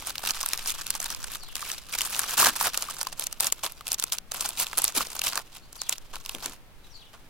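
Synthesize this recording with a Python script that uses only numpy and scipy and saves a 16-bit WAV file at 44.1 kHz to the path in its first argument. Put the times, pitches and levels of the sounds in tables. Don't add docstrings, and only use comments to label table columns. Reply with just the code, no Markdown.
import sys
import numpy as np
from scipy import signal
from scipy.fft import rfft, irfft, next_fast_len
from scipy.io import wavfile
from scipy.ndimage import uniform_filter1d, map_coordinates

SR = 44100
rng = np.random.default_rng(int(sys.argv[2]) if len(sys.argv) > 2 else 0)


def store_wav(level_fs):
    pcm = np.round(np.clip(np.atleast_2d(level_fs), -1, 1) * 32767)
    wavfile.write(sys.argv[1], SR, pcm.T.astype(np.int16))


N = 321489


def amp(db):
    return 10 ** (np.asarray(db) / 20)


def unit(x):
    return x / np.sqrt(np.mean(x ** 2) + 1e-20)


def along(points, hz):
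    f, v = np.transpose(points)
    return np.interp(np.log(hz + 1), np.log(f + 1), v)


def curves(rows, s):
    t, *cols = np.transpose(rows)
    return [np.interp(s, t, c) for c in cols]


def filtered(x, response):
    n = x.shape[-1]
    m = next_fast_len(n + min(n, SR // 4))
    return irfft(rfft(x, m) * response(np.fft.rfftfreq(m, 1 / SR)), m)[..., :n]


def resonance(f, hz, width):
    return 1j * f * width / (hz * hz - f * f + 1j * f * width + 1e-9)


def paired(x, alike):
    turn = lambda hz: np.arccos(np.clip(along(alike, hz), -1, 1)) / 2
    mid, side = filtered(x, lambda hz: np.array([np.cos(turn(hz)), np.sin(turn(hz))]))
    return np.array([mid + side, mid - side])


def scatter(s, rows):
    at = np.round(s * SR).astype(int)[:, None] + np.arange(rows.shape[-1])
    return np.bincount(at.ravel(), rows.ravel(), N + rows.shape[-1])[:N]


def wobble(rate):
    knots = rng.standard_normal(int(rate * N / SR) + 4)
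    return map_coordinates(knots, [np.arange(N) * rate / SR])


def scaled_bursts(s, burst, gain):
    burst = burst * (gain[:, None, None] / np.linalg.norm(burst, axis=2, keepdims=True))
    return np.array([scatter(s, burst[:, 0]), scatter(s, burst[:, 1])])


def clicks(s, gain, hz, t60, sharp, broad, size=384):
    t = np.arange(size) / SR
    burst = rng.standard_normal((len(s), 2, size)) * amp(-60 * t / t60[:, None, None])
    hz = hz[:, None, None]
    burst = filtered(burst, lambda f: broad + resonance(f, hz, hz / sharp))
    return scaled_bursts(s, burst, gain)


def pushes(s, gain, t60, size=512):
    burst = rng.standard_normal((len(s), 2, size)) * amp(-60 * np.arange(size) / SR / t60)
    return scaled_bursts(s, burst, gain)


def wrapper():
    # (frequency [Hz], level [dB])
    film_colour = [(1500, -13.5), (2500, -1.5), (4000, -1.5), (6000, -1), (9000, -0.5), (13000, -0.5),
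                   (16000, -6.5)]
    # (frequency [Hz], correlation [1])
    film_alike = [(600, 1), (1500, 0.85), (4000, 0.46), (14000, 0.23)]
    crackle_db, pocket_db = handling()
    clump_db = np.clip(-.13 * (crackle_db + 13), 1, 3.8) * wobble(70)
    snap_film, snap_air = snaps(pocket_db - crackle_db)
    crackle_film, crackle_air = crackle(crackle_db, pocket_db, clump_db)
    rustle_film, rustle_air = rustle(crackle_db, pocket_db, clump_db)
    film = snap_film + crackle_film + rustle_film
    film = filtered(film, lambda f: amp(along(film_colour, f) + 4.5))
    air = air_pocket(snap_air + crackle_air + rustle_air) + pops()
    near = paired(film + air, film_alike)
    port_gain, port_sign = amp([[-.4], [.4]]), np.array([[-1], [1]])
    return filtered(near, lambda f: port_gain * np.exp(1j * np.pi * f * 2.6e-5 * port_sign))


def handling():
    # (start [s], length [s], relative crackle level [dB], pocket level against crackle [dB])
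    squeezes = [(.056, 0.046, -37, -5), (.231, 0.081, -35, -4), (0.344, 0.17, -41, -6),
                (.67, 0.049, -34.5, -28), (1.311, 0.05, -39, -9), (1.549, 0.25, -42, -5.5),
                (1.922, 0.26, -37, -6.5), (2.151, .2, -34, -4), (2.371, 0.055, -22.5, -4.5),
                (2.436, 0.054, -23.5, 0.5), (2.558, 0.012, -31, -3.5), (2.602, 0.024, -28, -5),
                (2.641, 0.033, -27, 0), (2.68, .23, -43, -6), (3.185, 0.09, -45, -7.5),
                (3.4, 0.081, -33, -5.5), (3.631, 0.032, -32.5, -1.5), (3.872, 0.072, -38, -6.5),
                (3.981, 0.12, -44, -6), (4.119, 0.031, -33.5, -6.5), (4.314, 0.14, -40, -2.5),
                (4.446, 0.029, -34, -4), (4.574, 0.057, -28.5, -9), (4.773, 0.019, -31, -1.5),
                (4.796, 0.09, -38, -6), (4.948, 0.077, -31, -4.5), (5.232, .058, -29, -8.5),
                (5.323, 0.069, -39, 3.5), (5.519, 0.06, -46.5, -5.5), (5.889, 0.0444, -35.5, -6.5),
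                (6.13, 0.0294, -45, 2), (6.418, 0.093, -44.5, -0.5), (7.13, 0.047, -58, 8.5)]
    # (time [s], relative level [dB])
    holding = [(0, -42), (.2, -46), (.6, -42), (1.12, -43), (1.52, -53.5), (1.88, -50), (2.52, -39),
               (3, -44.5), (3.1, -50.5), (3.8, -55), (4.25, -67.5), (4.52, -45.5), (5.3, -44),
               (5.44, -54.5), (5.68, -61), (5.8, -50), (6, -59.5), (6.54, -48.5), (6.65, -84), (6.85, -58),
               (7.29, -63.5)]
    holding_pocket_db = -4.5
    grab_s, let_go_db_per_s = 0.0082, 916
    t = np.arange(N) / SR
    held = amp(2 * curves(holding, t)[0])
    crackle_power, pocket_power = held.copy(), held * amp(2 * holding_pocket_db)
    for s, length, db, pocket_db in squeezes:
        near = slice(round((s - grab_s) * SR), round((s + length) * SR) + SR // 10)
        u = t[near] - s
        rise = np.clip(u / grab_s + .5, 0, 1) ** 2
        power = rise * amp(2 * (db - let_go_db_per_s * np.maximum(u - length, 0)))
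        crackle_power[near] += power
        pocket_power[near] += power * amp(2 * pocket_db)
    return 10 * np.log10([crackle_power, pocket_power])


def snaps(puff_db):
    # (time [s], relative energy level [dB], crease pitch [Hz])
    snap_events = [(0.1558, -12, 3550), (0.1813, -7.5, 4100), (0.251, -6.5, 3400), (0.2743, -5, 3508),
                   (0.3075, -0.5, 4600), (0.4114, -6.5, 5310), (0.43, -6, 6230), (0.461, -1, 11000),
                   (0.488, -5, 8600), (0.5336, 1, 4700), (0.5756, -9, 5740), (0.6743, -4.5, 10090),
                   (0.704, -4, 6600), (0.867, -7.5, 3524), (0.9047, 1, 8500), (0.952, -8, 5800),
                   (1.002, -6.5, 7240), (1.0431, -7, 7640), (1.103, -8.5, 5900), (1.1479, -10, 5740),
                   (1.5547, -4.5, 3070), (1.7165, -6, 6140), (1.9874, -3, 6686), (2.0082, -1, 2250),
                   (2.0167, -1.5, 6360), (2.1475, -7.5, 3390), (2.1927, 2, 8750), (2.4472, 3, 3459),
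                   (2.775, 0.5, 6600), (2.8233, -4, 5650), (3.0305, -7, 9100), (3.0708, -7.5, 4530),
                   (3.1962, -3, 9475), (3.223, -10.5, 3140), (3.2395, -9, 9030), (3.2688, -3.5, 6550),
                   (3.3267, -8.5, 6067), (3.401, -4.5, 4900), (3.406, 4, 9160), (3.4448, -4, 8710),
                   (3.469, 0, 6300), (3.5243, 3.5, 7600), (3.6392, -9, 8100), (3.7213, -16, 11900),
                   (3.869, -8.5, 3420), (3.88, -9.5, 9300), (3.9183, 0.5, 6260), (3.9301, -4, 11000),
                   (3.9438, -3.5, 5788), (3.998, -3, 5950), (4.0253, -6, 3120), (4.039, 1, 8000),
                   (4.122, -4, 3180), (4.131, -4, 6700), (4.1845, -6, 4603), (4.3187, -7, 6150),
                   (4.4086, -2, 6700), (4.4902, -5, 9754), (4.6, 0.5, 10100), (4.668, -8.5, 3653),
                   (4.7744, -3, 9700), (4.781, 3, 9600), (4.787, 0.5, 9930), (4.8195, -3, 10400),
                   (4.8423, 7, 9390), (4.8503, -2, 5200), (4.8797, -2.5, 6200), (4.982, -4, 3920),
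                   (5.1929, -3.5, 5650), (5.2168, -2.5, 3000), (5.281, -6.5, 6900), (5.356, -6, 6500),
                   (5.3753, -4, 4120), (5.729, -20.5, 6527), (5.817, -5, 5500), (5.894, 2, 7760),
                   (5.926, -3.5, 3200), (5.982, -15.5, 6110), (6.157, -11.5, 2920), (6.261, -11, 3600),
                   (6.294, -6, 2580), (6.349, -9.5, 3220), (6.4597, -5, 6230)]
    s, db, hz = np.transpose(snap_events)
    film = clicks(s, amp(db), hz, np.full(len(s), .009), sharp=2.16, broad=0.36)
    film += clicks(s - .0035, amp(db - 16.5), hz, np.full(len(s), .02), sharp=3.0, broad=0.46)
    air = pushes(s, amp(db + puff_db[(s * SR).astype(int)] - 11.5), t60=0.016)
    return film, air


def crowd(level_db, clump_db, count, spread_db, busy_db):
    at, size, luck = rng.integers(0, N, count), rng.exponential(1, count), rng.random(count)
    gain = unit(amp(np.minimum(spread_db * size, 11.5) + clump_db[at]))
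    share = np.clip(amp(.7 * (level_db[at] - busy_db)), .3, 1)
    keep = luck < share
    return at[keep], (gain * np.sqrt(N / count / share))[keep]


def crackle(crackle_db, pocket_db, clump_db):
    at, gain = crowd(crackle_db, clump_db, count=5000, spread_db=2.5, busy_db=-29)
    s = at / SR
    hz = 6500 * np.exp(rng.normal(0, 0.67, len(s)) + 0.025 * (crackle_db[at] + 33.5))
    t60 = .014 * np.exp(rng.normal(0, .55, len(s)))
    gain = gain * amp(2 * np.minimum(crackle_db[at] + 54, 0))
    film_gain = gain * amp(crackle_db[at] + 0.5)
    film = clicks(s, film_gain, np.clip(hz, 2000, 15000), t60, sharp=3.5, broad=.28)
    puff_hz = 1150 * np.exp(rng.normal(0, 0.5, len(s)))
    puff_gain = gain * amp(pocket_db[at] - 13 + rng.normal(0, 2.13, len(s)))
    air = clicks(s, puff_gain, puff_hz, np.full(len(s), .012), sharp=2, broad=0.089)
    return film, air


def rustle(crackle_db, pocket_db, clump_db):
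    sliding = filtered(rng.standard_normal((2, N)), lambda f: 1 / (1 + 1j * f / 5000)) * amp(clump_db)
    brushing = filtered(rng.standard_normal((2, N)), lambda f: resonance(f, 2800, 3200) ** 2)
    film = amp(crackle_db - 2.0) * sliding + amp(0.75 * crackle_db - 16) * brushing
    return film, amp(pocket_db - 9) * sliding


def air_pocket(air):
    # (centre [Hz], width [Hz], relative level [dB])
    pocket_modes = [(112, 7500, -17.5), (840, 585, 0), (1233, 485, 3), (1700, 510, 1.5)]
    opened_s, opening_s, open_pitch = 3.12, 1, 0.86

    def pocket(f):
        modes = ((-1) ** k * amp(g) * resonance(f, c, w) for k, (c, w, g) in enumerate(pocket_modes))
        return amp(15.5) * sum(modes)

    opened = np.pi / 2 * np.clip((np.arange(N) / SR - opened_s) / opening_s + .5, 0, 1)
    closed_air = filtered(air * np.cos(opened), pocket)
    return closed_air + filtered(air * np.sin(opened), lambda f: pocket(f / open_pitch))


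def pops():
    # (time [s], relative level [dB], pitch [Hz])
    pop_events = [(0.238, -25.5, 1060), (0.434, -24, 1100), (0.951, -28.5, 896), (1.626, -25.5, 1170),
                  (2.24, -23.5, 1090), (2.428, -11.5, 1130), (2.469, -17.5, 790), (2.611, -16, 1010),
                  (2.886, -25, 1170), (3.069, -22.5, 1043), (3.406, -29.5, 1040), (3.809, -31, 1140),
                  (4.731, -23.5, 1180), (5.007, -17, 1070)]
    s, db, hz = np.transpose(pop_events)
    return clicks(s, amp(db + 17.5), hz, np.full(len(s), .012), sharp=8.6, broad=0.041, size=768)


def table():
    # (time [s], relative level [dB])
    bump_events = [(2.474, -33), (4.965, -30), (6.345, -34.5), (6.455, -33)]
    s, db = np.transpose(bump_events)
    push = pushes(s, amp(db), t60=.2, size=4096)
    top = filtered(push, lambda f: resonance(f, 280, 170) - 0.19 * resonance(f, 110.1, 130))
    return amp(42.0) * paired(top, [(250, 0.99)])


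def bird():
    # (time after its start [s], length [s], first pitch [Hz], last pitch [Hz], relative level [dB])
    phrase = [(0, .04, 6070, 5450, -6), (0.026, 0.067, 4890, 3890, 2), (0.09, 0.026, 3080, 3970, -4),
              (0.108, .034, 3900, 2600, 1.5), (0.152, 0.042, 3800, 2624, -7)]
    # (start [s], relative level [dB])
    calls_at = [(1.371, -47), (5.745, -45), (6.897, -47.5)]
    # (pitch ratio [1], level [dB])
    strands = [(1.001, 1), (1.6, -16)]
    # (start [s], length [s], first pitch [Hz], last pitch [Hz], relative level [dB])
    whistles = [(5.611, .055, 4370, 4440, -57), (6.822, .06, 4140, 3500, -61)]
    song = np.zeros(N + SR)
    notes = [(start + s, *shape, call_db + db) for start, call_db in calls_at for s, *shape, db in phrase]
    for s, length, first_hz, last_hz, db in notes + list(whistles):
        u = np.linspace(0, 1, round(length * SR))
        glide_hz = first_hz + (last_hz - first_hz) * u
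        for ratio, strand_db in strands:
            jitter_hz = 1600 * uniform_filter1d(rng.standard_normal(len(u)), size=60)
            phase = 2 * np.pi * np.cumsum(ratio * glide_hz + jitter_hz) / SR
            song[round(s * SR):][:len(u)] += amp(db + strand_db) * np.sin(np.pi * u) * np.sin(phase)
    song = song[:N] * amp(2.5 * wobble(90))
    t = np.arange(SR // 3) / SR
    tail = rng.standard_normal((2, len(t))) * amp(-60 * t / 0.26)
    echo = signal.fftconvolve(song[None], tail / np.linalg.norm(tail[0]), axes=1)
    return song * np.array([[1], [.4]]) + amp(-3) * echo[:, :N]


def garden():
    # (frequency [Hz], relative level [dB per Hz])
    far_colour = [(20, 7), (60, -2.5), (250, -11), (700, -15), (1500, -17), (4000, -23.5), (7000, -29),
                  (16000, -29.5)]
    # (frequency [Hz], correlation [1])
    far_alike = [(30, .6), (150, .93), (640, .8), (1400, .36), (3000, 0)]
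    # (time [s], level [dB])
    breeze = [(0, -54), (.6, -42), (2.2, -51.5), (5.95, -54), (6.17, -37), (6.4, -52)]
    far = paired(filtered(rng.standard_normal((2, N)), lambda f: amp(along(far_colour, f))), far_alike)
    puffs = filtered(rng.standard_normal((2, N)), lambda f: resonance(f, 9, 6.8) ** 2)
    far_db = -52 + 1.2 * wobble(3)
    breeze_db = curves(breeze, np.arange(N) / SR)[0]
    return amp(far_db) * unit(far) + amp(breeze_db) * unit(puffs)


def scene():
    return wrapper() + table() + bird() + garden()


def record(dry):
    top_hz = 16100
    return filtered(np.clip(dry, -.9, .9), lambda hz: hz < top_hz)


dry = scene()
out = record(dry)
store_wav(out)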